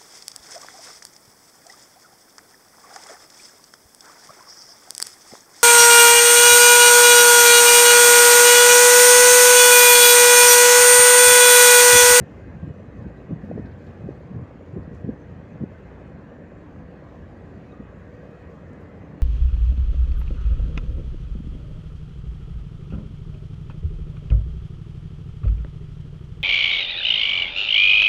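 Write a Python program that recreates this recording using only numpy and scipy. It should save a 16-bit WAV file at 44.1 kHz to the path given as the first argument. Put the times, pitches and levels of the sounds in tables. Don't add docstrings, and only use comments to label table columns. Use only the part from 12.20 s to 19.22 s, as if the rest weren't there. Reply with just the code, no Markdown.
import sys
import numpy as np
from scipy import signal
from scipy.fft import rfft, irfft, next_fast_len
from scipy.io import wavfile
from scipy.ndimage import uniform_filter1d, map_coordinates

SR = 44100
rng = np.random.default_rng(int(sys.argv[2]) if len(sys.argv) > 2 else 0)


def to_wav(s):
    ch = np.atleast_2d(s).T
    pcm = np.round(np.clip(ch, -1, 1) * 32767)
    wavfile.write(sys.argv[1], SR, pcm.astype(np.int16))


N = 309582
CYCLE_HZ = 9.9445


def amp(db):
    return 10 ** (np.asarray(db) / 20)


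def unit(x):
    return x / np.sqrt(np.mean(x ** 2) + 1e-20)


def curves(rows):
    times, *columns = np.transpose(rows)
    return [np.interp(np.arange(N) / SR, times, column) for column in columns]


def wobble(rate_hz):
    position = np.arange(N) * rate_hz / SR
    steps = np.arange(0, position[-1] + 1, 1 / 8)
    knots = rng.standard_normal(int(position[-1]) + 4)
    return np.interp(position, steps, map_coordinates(knots, [steps]))


def filtered(x, response):
    size = next_fast_len(len(x) + 8192)
    hz = np.fft.rfftfreq(size, 1 / SR) + 1
    return irfft(rfft(x, size) * response(hz), size)[:len(x)]


def coloured(x, spectrum):
    points_hz, gain_db = np.transpose(spectrum)
    log_hz = np.log(points_hz)
    return unit(filtered(x, lambda hz: amp(np.interp(np.log(hz), log_hz, gain_db, left=-120, right=-120))))


def band_noise(samples, centre_hz, octaves):
    white = rng.standard_normal(samples)
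    return unit(filtered(white, lambda hz: np.exp(-.5 * (np.log2(hz / centre_hz) / octaves) ** 2)))


def fading_noise(depth_db):
    bands = signal.stft(rng.standard_normal(N), nperseg=1024)[2]
    fading = uniform_filter1d(rng.standard_normal(bands.shape), size=4, axis=0)
    fading = uniform_filter1d(fading, size=7, axis=1)
    return signal.istft(bands * amp(depth_db * unit(fading)), nperseg=1024)[1][:N]


def wavering_tone(hz, waver_rad, flutter_db):
    phase = 2 * np.pi * np.cumsum(hz) / SR + waver_rad * wobble(70)
    flutter = 1.85 * np.tanh(wobble(32) / 1.8)
    return unit(amp(flutter_db * flutter) * np.sin(phase))


def add(track, start_s, sound):
    at = np.arange(len(sound)) + round(start_s * SR)
    inside = (at >= 0) & (at < N)
    track[at[inside]] += sound[inside]


def diesel(block_db=-53.0, exhaust_db=-43.5, knock_hz=550, knock_width_s=.0023, t60_s=0.053, throb=0.35):
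    # delay_s, knock_db, shake_db
    cylinders = [(-.001, -42, -2), (.015, -51, -4), (.0395, -47.5, -4), (.062, -52, -6.5),
                 (.079, -50, -4.5)]
    # time_s, level_db
    hard_knocks = [(.199, -36.5), (.602, -38), (.703, -38), (.904, -37), (1.003, -37), (1.808, -37),
                   (2.011, -35.5), (2.312, -35.5), (2.412, -36.5), (3.217, -37), (3.519, -37), (3.72, -38),
                   (3.82, -36), (3.921, -37), (4.121, -34), (4.223, -37.5), (4.323, -34.5), (4.726, -37),
                   (4.827, -37.5), (4.927, -37.5), (5.228, -38), (5.731, -37.5), (5.933, -37.5),
                   (6.032, -35.5), (6.334, -37.5), (6.433, -36.5), (6.838, -37.5)]
    # frequency_hz, gain_db
    block_spectrum = [(150, -45), (240, -5), (292, 0.5), (330, 0), (357, -8.5), (380, -3.5), (450, -2.5),
                      (490, -3.5), (560, -8.5), (595, -5.5), (630, -10), (700, -7), (800, -8.5),
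                      (1200, -27.5), (2500, -47)]
    # frequency_hz, gain_db
    exhaust_spectrum = [(20, -20.5), (40, -11), (56, -6), (72, -3), (87, 0.5), (115, -4), (170, -1),
                        (260, -7), (400, -13), (900, -44), (3000, -92.5)]
    t = np.arange(SR // 10) / SR
    centred = t - t[-1] / 2
    cycle_starts = np.arange(-1, N / SR * CYCLE_HZ) / CYCLE_HZ
    decay = amp(-60 * t / t60_s) + amp(-15) * (1 - t / t[-1])
    knock = np.exp(-.5 * (centred / knock_width_s) ** 2) * np.sin(2 * np.pi * knock_hz * centred)
    knocks, rattles, puffs = np.zeros((3, N))
    for delay_s, knock_db, shake_db in cylinders:
        burst = decay * rng.standard_normal(len(t))
        rattle = unit(filtered(burst, lambda hz: np.exp(-.5 * (np.log2(hz / 500) / 0.83) ** 2)))
        for firing_s in cycle_starts + delay_s:
            force = amp(0.5 * rng.standard_normal())
            hard = [amp(db) for time_s, db in hard_knocks if abs(time_s - firing_s) < 2 * knock_width_s]
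            knock_gain = hard[0] if hard else force * amp(knock_db)
            add(knocks, firing_s + centred[0], knock_gain * knock)
            add(rattles, firing_s, force * amp(shake_db) * rattle)
            add(puffs, firing_s, force * amp(shake_db) * decay)
    loose_parts = unit(puffs * band_noise(N, 474, octaves=0.48))
    block = coloured(unit(rattles) + 0.85 * loose_parts, block_spectrum)
    exhaust = coloured(fading_noise(depth_db=1.74) * (1 + throb * unit(puffs)), exhaust_spectrum)
    return knocks + amp(block_db) * block + amp(exhaust_db) * exhaust


def engine_hum(flutter_db=3.4):
    # cycle_multiple, level_db
    orders = [(6, -55), (8.7, -56), (17, -58), (29, -61), (38, -64), (48, -64), (50, -61)]
    cycles = CYCLE_HZ * np.arange(N) / SR + 0.005 * wobble(3)
    out = np.zeros(N)
    for multiple, level_db in orders:
        gain = amp(level_db + flutter_db * wobble(5.4))
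        out += gain * unit(np.sin(2 * np.pi * (multiple * cycles + rng.random())))
    return out


def fan_roar(gain_db=4.0):
    # time_s, level_db
    carry = [(0, -56.5), (.7, -58), (1.2, -56.5), (1.7, -56.5), (2.05, -57), (3.3, -57.5), (3.62, -56),
             (3.95, -57.5), (5.2, -57.5), (7.02, -57)]
    # frequency_hz, gain_db
    spectrum = [(100, -23.5), (350, 0), (650, 5.5), (900, 0), (1100, 1), (1420, -4), (1540, -1.5),
                (1850, -3.5), (2150, -8.5), (2700, -13.2), (3300, -20), (6000, -45.5)]
    level_db, = curves(carry)
    return amp(level_db + gain_db + 0.17 * wobble(17)) * coloured(fading_noise(depth_db=2.13), spectrum)


def duct_whirr(gain_db=-1.9, wander_hz=28):
    # time_s, level_db
    swell = [(0, -61), (.15, -66), (.4, -58.5), (.68, -69), (.85, -60.5), (1.1, -67), (1.5, -59.5),
             (2.05, -68.5), (2.17, -74), (2.5, -73), (2.63, -64), (3.3, -67.5), (3.58, -63), (3.92, -67),
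             (4.1, -63), (4.45, -68), (4.9, -62), (5.55, -77), (5.85, -64.5), (6.5, -71), (6.75, -61.5),
             (7.02, -72)]
    # pitch_hz, level_db
    resonances = [(1570, -0.5), (1690, -1), (1815, -1)]
    swell_db, = curves(swell)
    tones = sum(amp(db) * wavering_tone(hz + wander_hz * wobble(14), waver_rad=1.1, flutter_db=7.5)
                for hz, db in resonances)
    return amp(swell_db + gain_db) * unit(tones)


def fan_whistles(wander_hz=3.0):
    # time_s, pitch_hz, level_db
    low_fan = [(0, 1908, -71), (.3, 1915, -74), (.58, 1923, -87), (.75, 1923, -65.5), (1.6, 1926, -74.5),
               (2.3, 1920, -79), (2.7, 1912, -67.5), (3.6, 1933, -73.5), (4.3, 1906, -78), (4.6, 1907, -71),
               (5.35, 1908, -69.5), (5.95, 1900, -71), (6.3, 1904, -66), (6.55, 1911, -73),
               (7.02, 1910, -71)]
    middle_fan = [(0, 2056, -72), (.3, 2054, -67), (.5, 2050, -89), (1.7, 2090, -75.5), (2.4, 2050, -86),
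                  (3.05, 2060, -79), (3.7, 2090, -67.5), (3.95, 2060, -85), (4.35, 2070, -72),
                  (4.7, 2100, -89), (6.2, 2040, -81), (6.5, 2038, -70), (6.8, 2038, -64), (7.02, 2030, -84)]
    high_fan = [(0, 2527, -72.5), (.45, 2527, -71), (.62, 2527, -77), (.8, 2527, -71.5), (1.9, 2528, -74),
                (2.4, 2528, -84), (3.6, 2530, -76), (5.1, 2529, -86), (5.5, 2528, -69), (5.85, 2528, -78),
                (6.15, 2528, -69.5), (6.6, 2528, -81), (7.02, 2528, -81)]
    out = np.zeros(N)
    for fan, waver_rad in [(low_fan, .22), (middle_fan, .25), (high_fan, .6)]:
        pitch_hz, level_db = curves(fan)
        out += amp(level_db) * wavering_tone(pitch_hz + wander_hz * wobble(8), waver_rad, flutter_db=3.7)
    return out


def ripples(gain_db=-0.1, grain_db=1.2):
    # time_s, level_db
    swell = [(0, -75.5), (.6, -75.5), (1.3, -77.5), (1.7, -74), (2.1, -77.5), (3.6, -77.5), (4.3, -78.5),
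             (5.4, -75.5), (5.7, -79), (5.85, -74.5), (6.4, -76), (7.02, -77)]
    # frequency_hz, gain_db
    spectrum = [(1500, -20.5), (3200, -3), (4300, 0.5), (5300, -5), (7000, -3.5), (8100, -13), (10000, -18),
                (11500, -23.5), (14000, -24.5), (15000, -15), (15500, -13.5)]
    level_db, = curves(swell)
    grains = fading_noise(depth_db=3.0) * amp(grain_db * wobble(700) + 0.71 * wobble(35))
    return amp(gain_db + level_db) * coloured(grains, spectrum)


def wavelets(gain_db=-0.5, crackle_db=3.0, lapping_db=-86, width_s=0.053):
    # crest_s, level_db
    washes = [(.15, -76), (1.0, -83), (1.27, -76.5), (1.67, -79), (2.0, -85), (2.48, -83), (2.77, -76),
              (3.55, -80), (3.7, -83), (4.96, -80), (5.52, -84), (5.97, -84), (6.33, -79)]
    # frequency_hz, gain_db
    spectrum = [(2500, -11.5), (4400, 1.5), (7000, -1), (8300, -11), (13500, -19), (15400, -7)]
    t = np.arange(N) / SR
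    surge = sum(amp(db) * np.exp(-.5 * ((t - crest_s) / width_s) ** 2) for crest_s, db in washes)
    crackle = rng.standard_normal(N) * amp(crackle_db * (wobble(900) + .5 * wobble(45)))
    return amp(gain_db) * np.hypot(surge, amp(lapping_db)) * coloured(crackle, spectrum)


def gusts(breeze_db=-53, rough_db=2.5, fall_s=0.032):
    # crest_s, level_db, rise_s
    crests = [(.02, -32.5, 0.025), (.27, -37.5, 0.029), (.48, -33, 0.083), (0.861, -33, 0.11),
              (1.115, -32, 0.019), (1.371, -35, 0.11), (1.468, -36, 0.09), (1.7, -45, 0.21),
              (1.89, -32, 0.058), (2.18, -34.5, 0.07), (2.59, -33, 0.027), (2.711, -41, 0.031),
              (2.891, -30, 0.078), (3.44, -33.5, 0.06), (6.93, -44.5, 0.19)]
    # frequency_hz, gain_db
    spectrum = [(25, -33.5), (45, -17.5), (65, 4.5), (100, 6), (210, 0.5), (400, -13), (700, -23),
                (1200, -44), (3000, -80)]
    t = np.arange(N) / SR
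    strength = sum(amp(db) * np.exp(-np.maximum((crest_s - t) / rise_s, (t - crest_s) / fall_s))
                   for crest_s, db, rise_s in crests)
    turbulence = rng.standard_normal(N) * amp(rough_db * wobble(70))
    return np.hypot(strength, amp(breeze_db)) * coloured(turbulence, spectrum)


def eddies(gain_db=-2.5, swirl=0.26, puff_db=-14.5, puff_s=0.006, low_hz=55, top_hz=780):
    # time_s, level_db, centre_hz, half_length_cycles
    vortices = [(.008, -31.5, 154, 0.89), (.025, -31, 248, 0.93), (0.44, -28, 176.4, 0.77),
                (0.508, -29.5, 148, 0.7), (0.819, -35, 124, 0.93), (0.866, -27, 201, 0.77),
                (1.098, -30.5, 152, 0.84), (1.111, -23, 274, 0.72), (1.127, -24, 197, 0.61),
                (1.164, -28.5, 149, 0.67), (1.243, -26, 229, 1.04), (1.304, -29, 261, 1.1),
                (1.315, -22.5, 510, 1), (1.324, -25.5, 209, 0.75), (1.334, -30, 151, 0.63),
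                (1.364, -25, 176, 0.75), (1.378, -20, 443, 0.29), (1.382, -29, 189, 0.62),
                (1.397, -22.5, 228, 0.4), (1.845, -26, 142, 0.8), (1.891, -23.5, 325, 0.7),
                (1.908, -30, 282, 0.45), (2.118, -29, 200, 1.3), (2.151, -27.5, 165, 0.5),
                (2.166, -27.5, 161, 0.78), (2.195, -32, 132, 0.94), (2.222, -29, 126, 1.05),
                (2.541, -27, 128, 0.64), (2.567, -22, 209.6, 0.565), (2.572, -25.5, 398, 1.4),
                (2.681, -27, 202, 0.61), (2.717, -31, 230, 0.84), (2.848, -24, 155, 0.54),
                (2.877, -25, 245, 0.65), (2.894, -17, 255.5, 1.06), (2.927, -31.5, 160, 0.56),
                (3.357, -29.5, 164, 1.02), (3.415, -27.5, 189, 0.92), (3.427, -25, 168.4, 0.74),
                (3.438, -18, 213, 0.55), (5.606, -29, 228.5, 1.06), (6.095, -32.5, 141, 0.36),
                (6.81, -33, 110, 0.82)]
    out, t = np.zeros(N), np.arange(-SR // 30, SR // 30) / SR
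    for time_s, level_db, centre_hz, cycles in vortices:
        swell = 1 / np.cosh(t * centre_hz / cycles)
        uneven = np.tanh(band_noise(len(t), 141.4, octaves=0.44))
        swing_hz = centre_hz * (.6 + 0.44 * swell) * np.exp(swirl * uneven)
        swing = np.sin(2 * np.pi * (np.cumsum(swing_hz) / SR + rng.random()))
        puff = band_noise(len(t), 400, octaves=0.36) / np.cosh(t / puff_s)
        thump = swell * unit(swing) + amp(puff_db) * puff
        add(out, time_s + t[0], amp(level_db + gain_db) * thump)
    return filtered(out, lambda hz: 1 / np.sqrt((1 + (low_hz / hz) ** 4) * (1 + (hz / top_hz) ** 10)))


def birds(gain_db=1.0):
    # time_s, level_db, pitch_hz, half_length_s
    pips = [(.42, -78, 3900, .014), (.68, -75, 3950, .011), (.73, -74, 3800, .007), (.79, -82, 6080, 0.011),
            (0.832, -76, 3900, 0.008), (0.883, -77, 3900, 0.0062), (0.988, -72, 3940, .009),
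            (3.015, -78.5, 6130, 0.019), (3.33, -80, 6060, .011), (5.52, -71, 3790, .009)]
    out, t = np.zeros(N), np.arange(-SR // 20, SR // 20) / SR
    for time_s, level_db, pitch_hz, half_length_s in pips:
        voice = band_noise(len(t), pitch_hz, octaves=0.02)
        envelope = np.exp(-.5 * (t / half_length_s) ** 2)
        add(out, time_s + t[0], amp(level_db + gain_db) * envelope * voice)
    return out


def droplets(gain_db=-5):
    # start_s, level_db, centre_hz, width_octaves, t60_s
    drops = [(1.243, -69, 6800, 0.7, .11), (1.456, -54.5, 4200, .27, 0.069), (1.51, -57, 4000, 0.27, .08),
             (1.668, -54, 3700, 0.33, 0.048), (1.998, -72, 11000, .5, .03),
             (2.745, -59.5, 6600, 0.26, 0.061), (5.533, -70, 13500, .6, .02),
             (6.532, -53, 6300, 0.39, 0.0096), (6.608, -65, 9500, 0.18, .012),
             (6.62, -55, 15400, 0.25, 0.006)]
    out, t = np.zeros(N), np.arange(SR // 10) / SR
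    for start_s, level_db, centre_hz, octaves, t60_s in drops:
        attack = 1 - np.exp(-20 * t / t60_s)
        decay = amp(level_db + gain_db - 60 * t / t60_s)
        add(out, start_s, attack * decay * band_noise(len(t), centre_hz, octaves))
    return out


def scene():
    engine = diesel() + engine_hum()
    ventilation = fan_roar() + duct_whirr() + fan_whistles()
    return (engine + ventilation + ripples() + wavelets() + gusts() + eddies() + birds() + droplets())[None]


def record(dry, low_hz=40, top_hz=15500):
    return filtered(dry[0], lambda hz: (hz < top_hz) / np.sqrt(1 + (low_hz / hz) ** 4))[None]


dry = scene()
out = record(dry)
to_wav(out)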